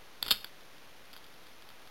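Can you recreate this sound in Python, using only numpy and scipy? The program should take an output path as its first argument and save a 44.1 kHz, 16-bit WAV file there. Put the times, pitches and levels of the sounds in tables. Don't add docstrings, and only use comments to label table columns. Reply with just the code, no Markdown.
import sys
import numpy as np
from scipy import signal
from scipy.fft import rfft, irfft
from scipy.io import wavfile
from scipy.ndimage import map_coordinates

SR = 44100
rng = np.random.default_rng(int(sys.argv[2]) if len(sys.argv) > 2 else 0)


def wrap_up_sound(samples):
    columns = np.atleast_2d(samples).T
    tamed = np.clip(columns, -1, 1)
    steps = np.round(tamed * 32767).astype(np.int16)
    wavfile.write(sys.argv[1], SR, steps)


N = 83790
COARSE_RATE = 8000


def undb(db):
    return 10 ** (np.asarray(db) / 20)


def unit(x):
    return x / np.sqrt(np.mean(x ** 2) + 1e-18)


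def fade(t, t60):
    return np.exp(-np.log(1000) * t / t60)


def colour(x, points, rate=SR):
    hz, db = np.array(points, float).T
    f = np.maximum(np.fft.rfftfreq(len(x), 1 / rate), 1)
    curve_db = np.interp(np.log(f), np.log(hz), db)
    return irfft(rfft(x) * undb(curve_db), len(x))


def lowpass(x, edge_hz, rate, order):
    f = np.fft.rfftfreq(len(x), 1 / rate)
    gain = 1 / np.sqrt(1 + (f / edge_hz) ** (2 * order))
    return irfft(rfft(x) * gain, len(x))


def coarse_noise(x):
    return lowpass(x, COARSE_RATE / 2, SR, order=8)


def add(out, start, sound):
    i = int(round(start * SR))
    part = sound[:max(len(out) - i, 0)]
    out[i:i + len(part)] += part


HISS_DB = -56
# (frequency [Hz], relative level per Hz [dB])
HISS_COLOUR = [(20, 3), (60, -0.5), (150, 0), (350, 2), (700, 2), (1400, 0), (2400, -1.5), (3600, -3),
               (5000, -6.5), (6300, -8.5), (7200, -13.5), (7900, -24)]


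def microphone_hiss(length, rate):
    noise = rng.standard_normal(length)
    return undb(HISS_DB) * unit(colour(noise, HISS_COLOUR, rate))


ROOM_T60_S, ROOM_DB, ROOM_GAP_S = .33, -13, 0.0051
# (frequency [Hz], relative level [dB])
ROOM_COLOUR = [(60, 14.5), (400, 4.5), (1300, -1.5), (2200, 7.5), (3200, -1), (3900, 0)]


def room(x):
    t = np.arange(SR // 2) / SR
    noise = colour(rng.standard_normal(len(t)), ROOM_COLOUR)
    tail = noise * fade(t, ROOM_T60_S) * (t > ROOM_GAP_S)
    tail /= np.sqrt(np.sum(tail ** 2))
    return undb(ROOM_DB) * signal.fftconvolve(x, tail)[:N]


CONTACT_RISE_S, KNOCK_T60_S = 0.00032, 0.0076
# (frequency [Hz], level [dB], fade time t60 [s])
LOCK_MODES = [(1090, -20, .03), (1233, -8.5, 0.025), (1430, -9, 0.045), (2840, -9.5, 0.042),
              (3147, -4, 0.045), (3250, -9.5, 0.044), (3660, 0.5, 0.057)]
# (frequency [Hz], relative level [dB])
KNOCK_COLOUR = [(40, 6.5), (200, -11), (450, 1), (800, -2.5), (1300, 10.5), (1900, 1.5), (2600, -10),
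                (3900, -13)]


def strike(contact_hz, t60, ring_db, knock_db):
    t = np.arange(SR // 5) / SR
    ping = np.sin(2 * np.pi * contact_hz * t) * fade(t, t60)
    ring = np.zeros(len(t))
    for hz, db, decay in LOCK_MODES:
        hz_now = hz * (1 + .002 * rng.standard_normal())
        ring += undb(db) * np.sin(2 * np.pi * hz_now * t) * fade(t, decay)
    noise = colour(coarse_noise(rng.standard_normal(len(t))), KNOCK_COLOUR)
    knock = .5 * unit(noise) * fade(t, KNOCK_T60_S)
    mix = ping + undb(ring_db) * ring + undb(knock_db) * knock
    return 1.4 * mix * (1 - np.exp(-t / CONTACT_RISE_S))


KEY_HZ, KEY_T60_S, KEY_RING_DB = 3330, 0.0075, -16
# (time [s], relative level [dB], dull knock [dB])
KEY_TICKS = [(.468, -44, -3), (0.608, -44, -3), (.782, -43, -4), (1.053, -47, -3), (1.131, -34.5, -6),
             (1.136, -37.5, 9.5), (1.139, -43, 5), (1.1646, -34.5, 4), (1.168, -40, -5), (1.176, -39, -11),
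             (1.2425, -39, -9), (1.266, -43, -6), (1.340, -42, 7), (1.468, -41, 3), (1.6227, -40, -5),
             (1.6897, -37, -4), (1.703, -40, 6), (1.874, -40.5, 0)]


def key():
    out = np.zeros(N)
    for start, db, knock_db in KEY_TICKS:
        add(out, start, undb(db) * strike(KEY_HZ, KEY_T60_S, KEY_RING_DB, knock_db))
    return out


SLIDE_START_S, SLIDE_END_S = 0.228, .307
SLIDE_DB, SLIDE_RATE = -40, 1000
# (frequency [Hz], relative level [dB])
SCRAPE_COLOUR = [(100, -10), (600, -5), (1250, -7), (2000, -8), (3000, 0), (3600, 6), (3950, -9)]


def slide():
    t = np.arange(N) / SR
    slips = (rng.random(N) < SLIDE_RATE / SR) * rng.standard_normal(N)
    scrape = unit(colour(coarse_noise(slips), SCRAPE_COLOUR))
    times = [SLIDE_START_S, (SLIDE_START_S + SLIDE_END_S) / 2, SLIDE_END_S]
    pressure = np.interp(t, times, [.3, 1, 1], left=0, right=0)
    return undb(SLIDE_DB) * pressure * scrape


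CONTACT_T60_S = 0.0066
# (time [s], relative level [dB], ping pitch [Hz], ring of the lock [dB], dull knock [dB])
SHACKLE_CLICKS = [(.2265, -12, 3610, -33, -7), (.2277, -11, 3675, -26, -9.5), (.2638, -26.5, 3450, -11, 6),
                  (.2810, -24, 3250, -10.5, 0), (.2852, -24.5, 3450, -9.5, -4),
                  (.3048, -26.5, 3700, -7, -15), (.3080, -7, 3470, -17.5, -3), (.3101, -10, 3210, -10.5, 1),
                  (.3131, -4.5, 3390, -16.5, -15.5), (.3156, -12.5, 3260, -18, -4.5),
                  (.3173, -15.5, 3020, -28, -3.5), (.3221, -11.5, 3120, -32, -3.5),
                  (.3258, -22, 3150, -12, -8), (.3359, -32.5, 3270, 0, -16), (.4446, -22.5, 3450, -23, -5),
                  (.4463, -25.5, 3340, -42, -9)]


def shackle():
    out = np.zeros(N)
    for start, db, hz, ring_db, knock_db in SHACKLE_CLICKS:
        add(out, start, undb(db) * strike(hz, CONTACT_T60_S, ring_db, knock_db))
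    return out


def scene():
    direct = shackle() + slide() + key()
    return (direct + room(direct))[None]


INPUT_EDGE_HZ, MIRROR_EDGE_HZ, TOP_HZ = 3913, 5260, 15800
OFFSET = -0.0026


def record(dry):
    rate = 2 * COARSE_RATE
    places = np.arange(0, N, SR / COARSE_RATE)
    limited = lowpass(dry[0], INPUT_EDGE_HZ, SR, order=40)
    coarse = map_coordinates(limited, [places], mode="nearest")
    doubled = np.zeros(2 * len(places))
    doubled[::2] = 2 * coarse
    sound = lowpass(doubled, MIRROR_EDGE_HZ, rate, order=16) / 2
    noisy = sound + microphone_hiss(len(sound), rate)
    held = noisy[np.arange(N) * rate // SR]
    output_filter = signal.ellip(8, .2, 70, TOP_HZ, fs=SR, output="sos")
    return signal.sosfilt(output_filter, held)[None] + OFFSET


dry = scene()
out = record(dry)
wrap_up_sound(out)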